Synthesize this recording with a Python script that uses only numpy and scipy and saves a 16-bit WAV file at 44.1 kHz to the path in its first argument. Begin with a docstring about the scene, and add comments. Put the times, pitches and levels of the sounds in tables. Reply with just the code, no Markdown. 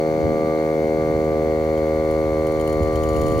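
"""Open asphalt, a stereo pair of microphones close to a small electric piston compressor filling a steel tank.
From the start each stroke gives a thump, a valve knock and a puff of air, a loose metal part chatters
faintly, and wind buffets the microphones. The speed sags slightly as pressure builds.
From 1.8 s the loose part ticks, more and more often; just after 3 s the strongest gust comes in."""
import sys
import numpy as np
from scipy import signal
from scipy.fft import rfft, irfft, next_fast_len
from scipy.io import wavfile
from scipy.ndimage import uniform_filter1d

SR = 44100
rng = np.random.default_rng(int(sys.argv[2]) if len(sys.argv) > 2 else 0)


def store_wav(level_fs):
    """Save 16-bit WAV to argv[1]."""
    pcm = np.round(np.clip(np.atleast_2d(level_fs), -1, 1) * 32767)
    wavfile.write(sys.argv[1], SR, pcm.T.astype(np.int16))


N = 149940

RING_SAMPLES = 3000
VALVE_LEAD_TURNS = .07  # the valve acts this far ahead of the thump
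# how hard the valve plate buzzes and rings: t/s, level change/dB
VALVE_EFFORT = [(0, 2), (.6, 0), (1.9, -0.5), (2.3, 0.5), (3.4, 3)]


def gain_of(db):
    return 10 ** (np.asarray(db) / 20)


def unit_rms(x):
    return x / np.sqrt(np.mean(x ** 2) + 1e-20)


def over_frequency(table, hz):
    f, value = np.transpose(table)
    return np.interp(np.log(hz + 1), np.log(f + 1), value)


def over_time(table, column=1):
    rows = np.array(table)
    return np.interp(np.arange(N) / SR, rows[:, 0], rows[:, column])


def drift(top_hz=3):
    """Slow random wander, rms 1."""
    t = np.arange(0, N + 256, 256) / SR
    rates = np.geomspace(.2, top_hz, num=12)
    slow = sum(np.sin(2 * np.pi * (f * t + rng.random())) / np.sqrt(f) for f in rates)
    return np.interp(np.arange(N) / SR, t, unit_rms(slow))


def stereo_noise(colour, likeness, pan=((1, 0), (2, 0))):
    """Coloured noise, partly alike at the two microphones, rms 1."""
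    size = next_fast_len(N)
    hz = np.fft.rfftfreq(size, 1 / SR)
    a, b = rfft(rng.standard_normal((2, size)))
    like = np.clip(over_frequency(likeness, hz), -1, 1)
    tilt = gain_of(over_frequency(pan, hz) / 2)
    pair = np.array([a * tilt, (like * a + np.sqrt(1 - like ** 2) * b) / tilt])
    return unit_rms(irfft(pair * gain_of(over_frequency(colour, hz)), size)[:, :N])


def ring(hz, t60, rad=0):
    """One mode of struck metal dying away."""
    t = np.arange(RING_SAMPLES) / SR
    return gain_of(-60 * t / t60) * np.sin(2 * np.pi * hz * t + rad)


def crank_turns(start_hz=78.15, sag_hz_per_s=.1282):
    """Crank position, slowing as pressure builds; whole numbers are the thumps."""
    t = np.arange(N) / SR
    return -.078 + start_hz * t - sag_hz_per_s * t ** 2 / 2


def stroke_samples(lead_turns):
    return np.nonzero(np.diff(np.floor(crank_turns() + lead_turns)))[0]


def pump():
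    """The piston's buzz: harmonics (orders) of the stroke rate, the high ones wavering more."""
    # harmonics of the pump body: order, left level/dB, right level/dB
    body_orders = [(1, -33.5, -34.5), (2, -34.5, -34.5), (3, -34, -35), (4, -29.5, -29), (5, -27.5, -28),
                   (6, -26.5, -26.5), (7, -24.5, -24.5), (8, -34, -34), (9, -34.5, -34), (10, -39, -40),
                   (11, -43, -48), (12, -46.5, -51), (13, -46.5, -50.5), (14, -48.5, -48), (15, -38, -39),
                   (16, -57, -53), (17, -55, -57), (18, -55.5, -51.5), (19, -52, -52), (20, -54, -52.5),
                   (21, -57, -54), (22, -64, -63), (23, -59, -66), (24, -49, -57), (25, -52, -59),
                   (26, -52, -61), (27, -44.5, -60.5), (28, -49, -52), (29, -53.5, -55), (30, -62.5, -59)]
    # buzz of the valve plate: order, left level/dB, right level/dB
    plate_orders = [(53, -70, -74), (54, -64, -68), (55, -58.5, -63.5), (56, -60, -66), (57, -65, -72),
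                    (59, -68, -72), (60, -62, -69)]
    # timing of each band of harmonics within the stroke, shaping the thump and knock:
    # top order, lead on the thump/turns, lag at the right microphone/turns
    band_timing = [(3, 0, .012), (4, .025, .006), (7, 0, .006), (8, .022, .012), (12, .312, .015),
                   (15, .328, .01), (23, .31, .019), (25, .1825, .015), (32, .163, .003), (64, .03, 0)]
    # casing resonances shifting as pressure builds: order, level slope/(dB/s)
    casing_creep = [(8, 0), (9, -.7), (12, -1.6), (13, 2), (15, 0), (25, 0), (26, 2.5), (27, 0), (57, 0),
                    (60, 1.5)]
    # swell of the lowest hum: t/s, level change/dB
    hum = [(0, -13), (1.3, -1), (1.5, 0), (3.15, 3), (3.25, -8), (3.4, -11)]
    # wavering gear whine: t/s, left change/dB, right change/dB
    gear_whine = [(0, -6, -4), (.22, -6, -4), (.32, -1, 0), (.52, 1, 4), (.61, -7, -5), (.7, -4, 0),
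                  (.88, -16, -19), (1.0, 1, -3), (1.17, -3, -6), (1.33, -1, 2), (1.46, -5, -3),
                  (2.5, 0, -1), (3.4, 7, 3)]
    # a rasp that swells and sinks: t/s, left change/dB, right change/dB
    rasp = [(0, -5, -8), (.4, -5, -6), (.55, 0, -8), (1.1, 3, 4), (1.3, -2, -10), (2.5, 0, -6), (2.9, 2, 6),
            (3.4, 0, 7)]
    turn, out = crank_turns(), np.zeros((2, N))
    shimmer = np.interp(turn + .5, np.arange(300), rng.standard_normal(300))  # stroke to stroke
    for order, *side_db in list(body_orders) + plate_orders:
        lead, lag = next(band[1:] for band in band_timing if order <= band[0])
        waver_rad = .012 * drift()
        waver_db = .7 + .0015 * min(order, 28) ** 2
        creep_db = np.interp(order, *np.transpose(casing_creep)) * (np.arange(N) - N / 2) / SR
        for side in range(2):
            db = side_db[side] + waver_db * drift() + creep_db + .31 * shimmer
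            if order == 1:
                db += over_time(hum)
            elif order == 15:
                db += over_time(gear_whine, column=1 + side)
            elif order == 24:
                db += over_time(rasp, column=1 + side)
            elif order > 32:  # valve plate
                db += over_time(VALVE_EFFORT) + 1.5 * shimmer
            crank_rad = 2 * np.pi * (turn + lead - side * lag) + waver_rad + side * .008 * drift()
            out[side] -= np.sqrt(2) * gain_of(db) * np.cos(order * crank_rad)
    return out


def valve_knock(jitter_s=.00002, spread_db=1.5):
    """One uneven blow per stroke rings the valve plate."""
    # modes of valve plate and casing: f/Hz, t60/s, left level/dB, right level/dB
    plate_modes = [(4300, 0.026, -75, -73), (5860, 0.04, -64, -67), (6180, 0.041, -64.5, -66.5),
                   (8840, 0.054, -79, -68.5)]
    at = stroke_samples(VALVE_LEAD_TURNS)
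    draws = rng.standard_normal((len(at), 1 + len(plate_modes)))
    at = np.clip(at + np.round(draws[:, 0] * jitter_s * SR).astype(int), 0, N - 1)
    out = np.zeros((2, N))
    for k, (hz, t60, left_db, right_db) in enumerate(plate_modes):
        blows = np.zeros(N)
        blows[at] = gain_of(spread_db * draws[:, k + 1])
        out += gain_of([[left_db], [right_db]]) * unit_rms(signal.oaconvolve(blows, ring(hz, t60))[:N])
    return gain_of(over_time(VALVE_EFFORT)) * out


def air_puffs(level_db=-39.5, puff_db=-11, decay_turns=.17):
    """Air hisses, with a puff each time the valve acts."""
    # spectrum of the air hiss, with a band near 10.4-12.3 kHz cut out by audio coding:
    # f/Hz, relative level/dB
    colour = [(200, -20), (550, -11), (1000, -22), (1700, -22.5), (2150, -22), (2700, -29), (3100, -30),
              (4400, -27), (5200, -34), (6000, -31.5), (7000, -33), (7900, -37.5), (9600, -35),
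              (10200, -39), (10600, -76), (12100, -82), (12600, -36.5), (15500, -34.5)]
    # likeness of the hiss at the two microphones: f/Hz, correlation
    likeness = [(300, 1), (1400, 0.32), (6000, 0.2), (13000, 0.29)]
    # the low hiss sits to the left: f/Hz, left minus right/dB
    pan = [(700, 14.5), (2400, 5), (4400, 4.5), (8100, 2.5), (13000, -0.5)]
    puffs = gain_of(puff_db) * np.exp(-((crank_turns() + VALVE_LEAD_TURNS) % 1) / decay_turns)
    flow = unit_rms(1 + uniform_filter1d(puffs, size=20))
    return gain_of(level_db) * stereo_noise(colour, likeness, pan) * flow


def wind(lump_db=2.5):
    """Wind buffets the microphones: lumpy rumble, brighter flutter and a few single bumps."""
    # strength of the gusts: t/s, rumble level/dB, flutter level/dB
    gusts = [(0.0, -50, -50), (.27, -46, -35), (.66, -55, -44), (.85, -45, -37), (1.49, -42, -38),
             (1.62, -42, -46), (3.1, -37, -42), (3.2, -33, -32), (3.4, -27, -33)]
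    # spectrum of the rumble: f/Hz, relative level/dB
    rumble_colour = [(10, -49), (25, -21.5), (40, 1.5), (60, 5), (90, 2), (130, -2.5), (250, -46.5),
                     (1000, -100)]
    # spectrum of the flutter: f/Hz, relative level/dB
    flutter_colour = [(20, -64.5), (50, -19), (100, -3.5), (150, -1), (250, -2.5), (350, -8), (600, -24.5),
                      (1200, -62.5), (4000, -110)]
    # single buffets: t/s, envelope peak/dB, f/Hz, length/s
    buffets = [(.25, -22.5, 79.5, 0.036), (1.155, -23, 72.5, 0.026), (2.325, -20, 75, 0.033),
               (2.808, -18, 190, 0.0075), (2.826, -15.5, 77.6, 0.036), (3.19, -23, 71.6, 0.032)]
    t = np.arange(N) / SR
    likeness = [(1, .55), (2, .55)]  # the same at all frequencies
    rumble_db = 2.5 + over_time(gusts) + lump_db * drift(top_hz=17)
    rumble = gain_of(rumble_db) * stereo_noise(rumble_colour, likeness)
    flutter_db = 3.5 + over_time(gusts, column=2) + lump_db * drift(top_hz=30)
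    flutter = gain_of(flutter_db) * stereo_noise(flutter_colour, likeness)
    bumps = sum(gain_of(db) * np.exp(-(2 * (t - s) / length) ** 2) * np.sin(2 * np.pi * hz * (s - t))
                for s, db, hz, length in buffets)
    return rumble + flutter + bumps


def metal_tick(low_db, mid_db, hiss, snap_t60_s=.049, rise_s=.00074):
    """One blow on the loose part: a snap of noise and its modes, a little different each time."""
    # modes of the loose part: f/Hz, relative level/dB, t60/s
    modes = [(3047, 10.5, 0.031), (5910, -12.5, 0.032), (6900, -4, 0.045), (9050, -9.5, 0.036),
             (9480, -5.5, 0.048), (14400, -10, .012)]
    level_draw, pitch_draw, right_rad = rng.standard_normal((3, len(modes)))
    t = np.arange(hiss.shape[1]) / SR
    out = gain_of(-2 - 60 * t / snap_t60_s) * hiss
    for k, (hz, db, t60) in enumerate(modes):
        db += 1.5 * level_draw[k] + (hz < 4000) * low_db + (4000 < hz < 8000) * mid_db
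        hz *= 1 + (.03 if hz < 4000 else .006) * pitch_draw[k]
        out += gain_of(db) * np.array([ring(hz, t60), ring(hz, t60, right_rad[k])])
    return out * np.minimum(t / rise_s, 1)


def loose_part(spread_db=2.5):
    """A loose metal part chatters faintly just after every thump and, later on, ticks loudly."""
    # spectrum of the tick's snap, with a band near 10.4-12.3 kHz cut out by audio coding:
    # f/Hz, relative level/dB
    snap_colour = [(2000, -20), (3000, 4), (7000, 4), (8000, -2.5), (10000, 2.5), (10500, -28.5),
                   (12000, -19), (12600, 3), (15500, -2)]
    # likeness of the snap at the two microphones: f/Hz, correlation
    snap_likeness = [(3000, 0.3), (8000, .3), (13000, .8)]
    # strength of the chatter: t/s, gain/dB
    chatter = [(0, -57.5), (2.4, -56), (2.6, -50), (2.9, -51), (3.2, -43.5), (3.4, -44)]
    # the loud blows: t/s, gain/dB, low mode change/dB, middle modes change/dB
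    ticks = [(1.775, -45, -13, -6), (2.1097, -43, -16, -8), (2.4679, -40.5, -12, -8), (2.52, -46, -20, -12),
             (2.5971, -45, -7, -8), (2.6108, -42, -14, 0), (2.6752, -38, -8, -12), (2.7263, -41, -13, 5),
             (2.8305, -44, -7, 3), (2.9563, -38.5, -7, 1), (3.0345, -37.5, -7.5, 4), (3.088, -40, -15, 5),
             (3.1628, -39, -6, 2), (3.2137, -36, -15, -2), (3.266, -41, -8, 3), (3.281, -40, -15, -8),
             (3.3173, -42, -9, 0), (3.393, -39, -6, 0)]
    out = np.zeros((2, N + RING_SAMPLES))
    hiss = np.tile(stereo_noise(snap_colour, snap_likeness), 2)
    snaps = np.split(hiss[:, :24 * RING_SAMPLES], 24, axis=1)
    taps = [metal_tick(low_db=-12.5, mid_db=0, hiss=snap) for snap in snaps]
    strokes = stroke_samples(lead_turns=-.13)
    stroke_db = over_time(chatter)[strokes] + spread_db * rng.standard_normal(len(strokes))
    for at, db, k in zip(strokes, stroke_db, rng.integers(0, len(taps), len(strokes))):
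        out[:, at:at + RING_SAMPLES] += gain_of(db) * taps[k]
    for s, db, low_db, mid_db in ticks:
        at = round(s * SR)
        span = slice(at, at + RING_SAMPLES)
        out[:, span] += gain_of(db) * metal_tick(low_db, mid_db, hiss[:, span])
    return out[:, :N]


def scene():
    """The compressor in the open, with no echo, and wind on the microphones."""
    compressor = pump() + valve_knock() + air_puffs() + loose_part()
    return compressor + wind()


def record(dry):
    """The recorder cuts the treble above 15.8 kHz."""
    lowpass = signal.firwin(511, 15800, window=("kaiser", 9), fs=SR)
    return signal.oaconvolve(dry, lowpass[None], "same")


dry = scene()
out = record(dry)
store_wav(out)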